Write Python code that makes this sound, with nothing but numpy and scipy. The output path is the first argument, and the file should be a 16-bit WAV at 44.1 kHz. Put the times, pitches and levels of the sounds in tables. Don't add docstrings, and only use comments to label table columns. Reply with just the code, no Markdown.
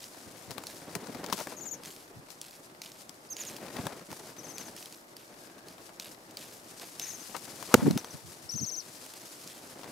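import sys
import numpy as np
from scipy import signal
from scipy.fft import rfft, irfft, next_fast_len
from scipy.io import wavfile

SR = 44100
rng = np.random.default_rng(int(sys.argv[2]) if len(sys.argv) > 2 else 0)


def log_audio(samples):
    frames = np.atleast_2d(samples).T
    limited = np.clip(frames, -1, 1)
    pcm = np.round(limited * 32767).astype(np.int16)
    wavfile.write(sys.argv[1], SR, pcm)


N = 437031
TIME = np.arange(N) / SR

# t/s, level/dB
SHUFFLE = [(0.0, -57), (0.96, -48.5), (1.13, -46.5), (1.29, -43), (1.9, -56), (3.2, -60.5), (3.5, -51.5),
           (3.78, -40.5), (4.05, -50.5), (4.63, -49.5), (4.82, -56), (5.1, -61), (5.37, -55.5), (7.11, -57),
           (7.36, -52.5), (7.86, -43), (8.0, -48), (8.22, -59), (9.4, -57.5), (9.9, -49.5)]


def undb(db):
    return 10 ** (np.asarray(db) / 20)


def unit(x):
    return x / np.sqrt(np.mean(x ** 2))


def pan(db):
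    gains = undb(np.array([[db], [-db]]).reshape(2, -1) / 2)
    return gains / gains.mean(axis=0)


def curves(table):
    s, *columns = np.transpose(table)
    return [np.interp(TIME, s, column) for column in columns]


def add(out, s, sound):
    i = int(s * SR)
    out[:, i:i + sound.shape[1]] += sound[:, :N - i]


def colour(x, spectrum):
    hz, db = np.transpose(spectrum)
    size = next_fast_len(x.shape[-1])
    bins_hz = np.maximum(np.arange(size // 2 + 1) * SR / size, 1)
    gain = undb(np.interp(np.log(bins_hz), np.log(hz), db))
    return unit(irfft(rfft(x, size) * gain, size)[..., :x.shape[-1]])


def noise(size, apart):
    return unit(rng.standard_normal(size) + apart * rng.standard_normal((2, size)))


def walk(rate, t=TIME):
    knots = np.arange(0, t[-1] + 1, 1 / rate)
    return np.interp(t, knots, rng.standard_normal(len(knots))) * np.sqrt(3 / 2)


def grains(size, rate, spread_db, grain_ms):
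    strength_db = spread_db * np.minimum(rng.exponential(size=size), 4)
    slips = (rng.random(size) < rate / SR) * undb(strength_db)
    fade = np.exp(-1000 / (grain_ms * SR))
    return unit(np.sqrt(signal.lfilter([1], [1, -fade], slips ** 2) + 1e-9))


def burst(length, hz, apart, slope_db):
    size = int(length * SR * 3 / 2)
    swell = noise(size, apart) * signal.windows.tukey(size, .8)
    padded = np.roll(np.pad(swell, ((0, 0), (0, size))), size // 2, axis=1)
    band = [(hz / 12, -3 * slope_db), (hz / 1.7, 0), (hz * 1.1, 0), (hz * 24, -4 * slope_db)]
    return colour(padded, band) * np.sqrt(3) * signal.windows.tukey(2 * size, .3)


def ringing(spectrum, ring_db, count=30):
    hz = np.geomspace(700, 17000, count)
    return np.c_[hz, np.interp(hz, *np.transpose(spectrum)) + ring_db * rng.standard_normal(count)]


def hush(level_db=-54, wander_db=0.28):
    # f/Hz, level/dB
    hush_spectrum = [(25, 15), (59, -9.5), (130, 0.5), (250, -1.5), (335, 7), (430, -1), (600, 3),
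                     (1160, -7), (2000, -18), (3100, -23), (4900, -18.5), (10700, -24), (14400, -22.5),
                     (16000, -48)]
    side = colour(rng.standard_normal(N), [(100, -17), (600, -7.5), (2000, 9.0), (6000, -0.5)])
    air = rng.standard_normal(N) + 1.66 * side * np.array([[1], [-1]])
    return colour(air, hush_spectrum) * undb(level_db + wander_db * walk(2.4))


def far_call(width_hz=110):
    # t/s, length/s, f/Hz, level/dB
    s, length, hz, db = (5.35, .38, 1630, -67)
    t = np.arange(int(length * SR)) / SR
    sine_part = walk(2 * width_hz, t) * np.sin(2 * np.pi * hz * t)
    cosine_part = walk(2 * width_hz, t) * np.cos(2 * np.pi * hz * t)
    tone = unit(sine_part + cosine_part)
    out = np.zeros((2, N))
    add(out, s, pan(0) * undb(db) * tone * signal.windows.tukey(len(t), .5))
    return out


def wing_air(base_hz=195, octave_db=35):
    # t/s, length/s, level/dB
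    puffs = [(.26, 0.0265, -62), (0.478, 0.05, -58), (2.163, 0.036, -58), (7.768, .035, -42.5),
             (7.824, .016, -33), (7.841, 0.028, -35.5), (7.864, .025, -28), (7.902, 0.012, -30.5),
             (7.919, 0.039, -43.5), (7.957, .013, -34.5), (8.136, .036, -54), (8.229, .081, -62),
             (8.432, 0.044, -65), (8.541, 0.027, -47.5), (8.603, 0.043, -46.5)]
    out = np.zeros((2, N))
    for s, length, db in puffs:
        hz = base_hz * 2 ** ((db + 43.5) / octave_db)
        add(out, s - length, undb(db) * burst(length, hz, apart=2.8, slope_db=24.0))
    return out


def rap(crack_db=-9.0, crack_s=0.0038, tail_db=-22, tail_s=0.012, lag_s=0.00011, leak_hz=110):
    # t/s, strength/dB, contact/ms, left minus right/dB
    hits = [(7.7413, 3.5, 0.3, 3.5), (7.7448, 0.5, 1.03, -3), (7.749, 3.5, 1.54, -4)]
    # f/Hz, level/dB, time to fall 60 dB/s
    modes = [(164, -31, .04), (250, -26, 0.02), (468, -2.5, 0.0085), (904, -10.5, 0.018),
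             (1456, -5, 0.0077), (2530, -6, 0.0056)]
    # f/Hz, level/dB
    crack_spectrum = [(400, -5), (1400, 5.5), (2800, -2.5), (6000, -4), (10000, -8.5), (15000, -12)]
    out = np.zeros((2, N))
    t = np.arange(SR // 20) / SR
    ports = np.maximum(t - np.array([[0], [lag_s]]), 0)
    body = sum(undb(db) * np.sin(2 * np.pi * hz * ports) * undb(-60 * ports / t60) for hz, db, t60 in modes)
    body = signal.sosfilt(signal.butter(1, leak_hz, "highpass", fs=SR, output="sos"), body)
    for s, db, contact_ms, pan_db in hits:
        push = np.hanning(int(contact_ms * SR / 1000) + 3)
        add(out, s, pan(pan_db) * undb(db) * signal.convolve(body, [push / push.sum()]))
    fade = np.exp(-(t / crack_s) ** 4) + undb(tail_db) * np.exp(-t / tail_s)
    crack = colour(noise(len(t), 0.44), crack_spectrum) * (1 - np.exp(-t / .00025)) * fade
    add(out, hits[0][0] - .0004, pan(6.0) * undb(crack_db) * crack)
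    return out


def shuffling():
    # f/Hz, level/dB
    skin = [(40, -15), (80, -5.5), (160, 2.5), (300, 4), (600, -0.5), (1100, -8), (2000, -12),
            (4000, -21.5), (9000, -30)]
    steps = noise(N, 0.25) * grains(N, rate=130, spread_db=2, grain_ms=9.6) * undb(1.37 * walk(35))
    return colour(steps, skin) * undb(curves(SHUFFLE)[0]) * pan(1.0)


def scratching(scratch_db=-8, per_s=60, spread_db=3.5, pan_db=11):
    # f/Hz, level/dB
    claw = [(200, -18), (550, -3), (900, 3.5), (1300, -4.5), (1900, -4), (3000, -9), (4800, -6.5),
            (7000, -15), (15000, -20)]
    catches = noise(N, 0.46) * grains(N, rate=per_s, spread_db=spread_db, grain_ms=2.1)
    return colour(catches, claw) * undb(curves(SHUFFLE)[0] + scratch_db) * pan(pan_db)


def shoving():
    # t/s, length/s, f/Hz, level/dB, left minus right/dB
    shoves = [(0.959, 0.013, 233, -45, 1), (1.028, .011, 385, -50, 2), (1.086, 0.018, 300, -49, 0),
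              (1.147, .015, 220, -51, 0), (1.335, 0.013, 300, -47.5, -2), (1.393, 0.023, 810, -47, 8),
              (1.519, .014, 700, -52, 7), (3.792, .014, 160, -44, 0), (3.857, 0.019, 170, -46, 1),
              (3.872, .07, 840, -59.5, 8), (4.102, .03, 200, -57, 0), (6.813, 0.033, 650, -58.5, 2),
              (7.345, .016, 1020, -46, 10), (7.708, 0.049, 920, -50.5, 6), (7.772, 0.063, 700, -50.5, 3),
              (7.857, .02, 734, -46.5, 7)]
    out = np.zeros((2, N))
    for s, length, hz, db, pan_db in shoves:
        add(out, s - length, pan(pan_db) * undb(db) * burst(length, hz, apart=0.31, slope_db=12))
    return out


def rustling(feather_db=5.5, uneven_db=0.88, stroke_pan_db=7):
    # t/s, level before feather_db is added/dB, left minus right/dB
    rustle = [(0.0, -60, 2), (0.58, -60.5, 10.5), (0.66, -56.5, -3), (1.07, -59.5, 14), (1.41, -65, -1),
              (1.6, -63.5, 6), (2.87, -69.5, -2), (3.11, -66, 6.5), (3.42, -64.5, 0), (3.67, -60.5, 18),
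              (4.25, -61.5, -7), (4.47, -59, 10), (4.8, -58.5, 0), (5.02, -67, 5), (6.28, -66, 5),
              (7.14, -53.5, 4), (7.33, -54.5, 8.5), (7.86, -50.5, 4), (8.08, -59.5, 6.0), (8.99, -57, 5.5),
              (9.07, -56, 2), (9.9, -58.5, 2)]
    # middle/s, length/s, level/dB
    wing_strokes = [(.77, 0.027, -49), (1.387, 0.13, -43), (1.504, 0.078, -48), (2.319, 0.045, -52),
                    (2.645, 0.039, -52), (3.01, 0.043, -52), (3.834, 0.21, -48), (4.174, 0.13, -51),
                    (4.287, 0.068, -50), (5.42, 0.1, -53.5), (5.863, 0.083, -53), (6.12, 0.03, -51.5),
                    (8.124, 0.055, -52)]
    # f/Hz, level/dB
    feather = [(500, -11), (1200, 3.5), (2200, 2.5), (3300, 3), (5000, 7.5), (7500, 5.5), (11000, 4),
               (15000, -4), (17000, -18)]
    level_db, pan_db = curves(rustle)
    sliding = undb(level_db + feather_db + uneven_db * walk(14)) * pan(pan_db)
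    strokes = sum(undb(db) * np.exp(-(2 * (TIME - s) / length) ** 2) for s, length, db in wing_strokes)
    barbs = noise(N, 0.86) * grains(N, rate=2800, spread_db=-2.0, grain_ms=1.0) * undb(1.8 * walk(70))
    return colour(barbs, feather) * np.hypot(sliding, strokes * pan(stroke_pan_db))


def peck(db, knock_db, tick_db=5, knock_ms=4, tail_db=-15, tail_ms=10):
    # f/Hz, level/dB
    tick_spectrum = [(700, -2), (1500, -4), (2400, 6.5), (5000, 12), (8000, 6.5), (14000, 0.5), (17000, 6)]
    # f/Hz, level/dB
    knock_spectrum = [(80, -19), (200, -7.5), (500, -4.5), (1100, -6), (2000, -14.5), (5000, -28.5)]
    t_ms = np.arange(SR // 12) * 1000 / SR
    contact = 1 - np.exp(-(t_ms / 1.2) ** 4)
    decay_ms = 2.59 * 2 ** (-(db + 38) / 26)
    fade = np.exp(-(t_ms / decay_ms) ** 2) + undb(tail_db) * np.exp(-t_ms / tail_ms)
    tick = colour(noise(len(t_ms), 0.11), ringing(tick_spectrum, ring_db=3)) * fade
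    knock = colour(noise(len(t_ms), 0.17), knock_spectrum) * np.exp(-t_ms / knock_ms)
    return undb(db) * contact * (undb(tick_db) * tick + undb(knock_db - 6) * knock)


def snap(db, bill_hz=5020, bill_t60_s=0.029, bill_db=-6.5):
    tick = peck(db, knock_db=-28)
    t = np.arange(tick.shape[1]) / SR
    hz = bill_hz * (1 + 0.037 * rng.standard_normal())
    ring = np.sin(2 * np.pi * hz * t) * undb(-60 * t / bill_t60_s) * (1 - np.exp(-(t / 0.0028) ** 2))
    return tick + undb(db + bill_db) * ring


def tearing(length, rise_s=0.0079, fizz_db=-7, fizz_s=0.064, fizz_hz=6500):
    # f/Hz, level/dB
    flesh = [(700, -8), (1500, 0.5), (2500, 4), (4500, 4), (8000, -2), (14000, -5), (17000, -35)]
    t = np.arange(SR // 2) / SR
    cells = noise(len(t), 0.11) * grains(len(t), rate=800, spread_db=2.5, grain_ms=0.57)
    juice = noise(len(t), .4) * grains(len(t), rate=700, spread_db=2.0, grain_ms=0.2)
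    crackle = colour(cells, ringing(flesh, ring_db=2)) * np.exp(-(t / length) ** 3)
    fizz = colour(juice, [(fizz_hz / 6, -25), (fizz_hz, 0), (13000, -2), (17000, -12)])
    fizz = fizz * np.exp(-np.maximum(t - length, 0) / fizz_s)
    return (crackle + undb(fizz_db) * fizz) * (1 - np.exp(-t / rise_s))


def pecking(tear_lag_s=.008):
    # t/s, snap level/dB, tearing level/dB, tearing length/s
    bites = [(0.003, -45.5, -48.5, 0.046), (0.04, -39.5, -60, .02), (0.668, -30.5, -48.5, 0.052),
             (1.8342, -41.5, -44, 0.026), (1.8565, -40, -50, 0.072), (1.962, -46.5, -56.5, 0.076),
             (2.4135, -32.5, -50, 0.071), (2.508, -48, -54, 0.055), (2.8168, -33.5, -49.5, 0.076),
             (2.917, -45, -60, 0.14), (3.3658, -32.5, -46, .085), (3.45, -39, -48.5, 0.1),
             (3.564, -37.5, -67, .03), (4.581, -31, -51.5, 0.083), (4.7635, -40, -45.5, 0.02),
             (4.8254, -43, -62, 0.017), (4.857, -39.5, -51, 0.015), (4.9236, -42.5, -49.5, 0.024),
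             (5.1654, -42, -56.5, 0.085), (5.683, -44, -57, .07), (5.997, -31, -47, .085),
             (6.308, -50, -68, .02), (6.3697, -33, -48.5, 0.083), (6.511, -51, -48.5, 0.02),
             (6.796, -41.5, -48, 0.057), (6.996, -29.5, -46, .13), (9.136, -39, -52, 0.043),
             (9.4736, -38.5, -53, 0.11)]
    # t/s, level/dB,
    # knock setting (the knock is this minus 11, relative to the tick)/dB, left minus right/dB
    taps = [(0.507, -37.5, 7.5, 10), (0.513, -37, 5, 10), (0.5804, -35.5, 11.5, 11), (0.636, -39.5, 8.5, 2),
            (0.9511, -26.5, 6, 12), (1.0692, -47, 15, 13), (1.2394, -45, 5, 16), (1.2615, -38.5, 1, 15),
            (1.3255, -24, 10, 9), (1.331, -28.5, -2, 16), (1.388, -34.5, 8, 1), (1.4013, -36, 0, 2),
            (1.4698, -42.5, 20.5, 4.5), (2.3028, -42, -6, 15), (3.0925, -40, -17, 11), (3.8671, -36, 16, 7),
            (4.1139, -41.5, 12, -5), (4.127, -42, 14, 0), (7.3643, -32.5, 9.5, 9.5), (7.625, -34, 6, 12),
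            (7.9087, -29.5, 4.5, 4.5), (7.9749, -24.5, 4, 4.5), (8.0443, -40.5, 12.5, 4),
            (9.0621, -45.5, 15.5, 0)]
    out = np.zeros((2, N))
    for s, snap_db, tear_db, length in bites:
        add(out, s, snap(snap_db))
        add(out, s + tear_lag_s, undb(tear_db) * tearing(length))
    for s, db, knock_db, pan_db in taps:
        add(out, s, pan(pan_db) * peck(db, knock_db))
    return out


def note(length, top_hz, end_hz, sag, swell_ms, octave_db, depth, rise_s=0.00187, rise_share=0.267,
         plunge_s=0.0095, waver=0.006, flutter_db=1.0):
    t = np.arange(int(length * SR)) / SR
    plunge = np.clip(1 - (length - t) / plunge_s, 0, 1)
    glide = np.clip((t - .005) / max(length - .012, .004), 0, 1) ** sag
    hz = top_hz + (end_hz - top_hz) * glide
    hz = hz * (1 - rise_share * np.exp(-t / rise_s))
    hz = hz * (1 - depth * np.sin(np.pi / 2 * plunge) ** 2)
    hz = hz * (1 + waver * walk(660, t))
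    phase = 2 * np.pi * np.cumsum(hz) / SR
    swell = 1 - np.exp(-(t * 1000 / swell_ms) ** 2)
    force = swell * (1 - plunge) ** 0.73 * undb(flutter_db * walk(175, t))
    return force * (np.sin(phase) + undb(octave_db) * np.sin(2 * phase))


def trills(scatter_db=-18, scatter_s=.02):
    # t/s, length/s, top f/Hz, level/dB
    notes = [(1.564, 0.034, 6780, -42.5), (1.606, .04, 7200, -41), (1.653, 0.042, 7350, -37.5),
             (1.709, 0.036, 7100, -36), (3.286, .011, 5500, -44), (3.298, 0.041, 6550, -36),
             (3.357, 0.037, 7000, -46), (3.393, 0.035, 7230, -37.5), (3.46, .035, 6870, -39.5),
             (4.377, 0.028, 6200, -44), (4.433, .031, 6500, -46.5), (4.478, 0.04, 6500, -45),
             (4.53, 0.044, 6570, -46.5), (4.585, 0.04, 6550, -44.5), (4.643, 0.042, 6640, -49.5),
             (6.993, .014, 6300, -43), (7.015, 0.038, 6460, -38), (7.065, 0.05, 6850, -39),
             (7.121, .038, 6870, -42), (7.192, 0.042, 6450, -50), (7.98, 0.023, 6270, -38.5),
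             (8.044, .021, 6400, -47), (8.102, .017, 6200, -43), (8.49, 0.024, 5700, -36.5),
             (8.515, 0.042, 6250, -37), (8.557, 0.05, 6600, -34), (8.608, 0.048, 6700, -33.5),
             (8.659, 0.049, 6700, -35), (8.711, 0.05, 6520, -36.5), (8.761, .049, 6600, -36)]
    # from t/s, f each note glides to/Hz,
    # bend of the glide (1 is straight, more is arched), swell time/ms, left minus right/dB, echo level/dB,
    # octave level/dB, plunge depth (0 to 1)
    runs = [(1.5, 6400, 0.96, 3, 10, 6, -15, 0.13), (3.2, 6170, 1.13, 5.8, -4.5, 3.5, -13.5, 0.23),
            (4.3, 5860, 1.2, 7.4, 10, 5.5, -13, 0.15), (6.9, 6000, 1.12, 3, 10, 6, -16, .16),
            (7.9, 5980, 1.3, 4, 2, -7, -20, .14), (8.4, 5680, 0.71, 1.9, 12, 3, -20, 0.28)]
    # delay/ms, left/dB, right/dB (the run's echo level is added)
    echoes = [(1.3, -35, -29), (4.4, -42, -21), (6.8, -13, -24), (11.5, -27, -18), (17.0, -17, -17)]
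    direct, spill = np.zeros((2, 2, N))
    for s, length, top_hz, db in notes:
        latest_run = [run for run in runs if run[0] < s][-1]
        _, end_hz, sag, swell_ms, pan_db, echo_db, octave_db, depth = latest_run
        sound = pan(pan_db) * undb(db) * note(length, top_hz, end_hz, sag, swell_ms, octave_db, depth)
        add(direct, s, sound)
        add(spill, s, undb(echo_db) * sound)
    t = np.arange(SR // 6) / SR
    haze = unit(rng.standard_normal((2, len(t))) * np.exp(-t / scatter_s))
    response = undb(scatter_db) * haze / np.sqrt(len(t))
    for ms, left_db, right_db in echoes:
        response[:, int(ms * SR / 1000)] += undb([left_db, right_db])
    return direct + signal.fftconvolve(spill, response, axes=1)[:, :N]


def scene():
    background = hush() + far_call()
    bodies = wing_air() + rap() + shuffling() + scratching() + shoving() + rustling()
    return background + bodies + pecking() + trills()


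def record(dry, low_cut_hz=75, top_hz=15600):
    thin = signal.sosfilt(signal.butter(2, low_cut_hz, "highpass", fs=SR, output="sos"), dry)
    top_cut = signal.ellip(8, .2, 70, top_hz, fs=SR, output="sos")
    return signal.sosfilt(top_cut, np.clip(thin, -1, 1))


dry = scene()
out = record(dry)
log_audio(out)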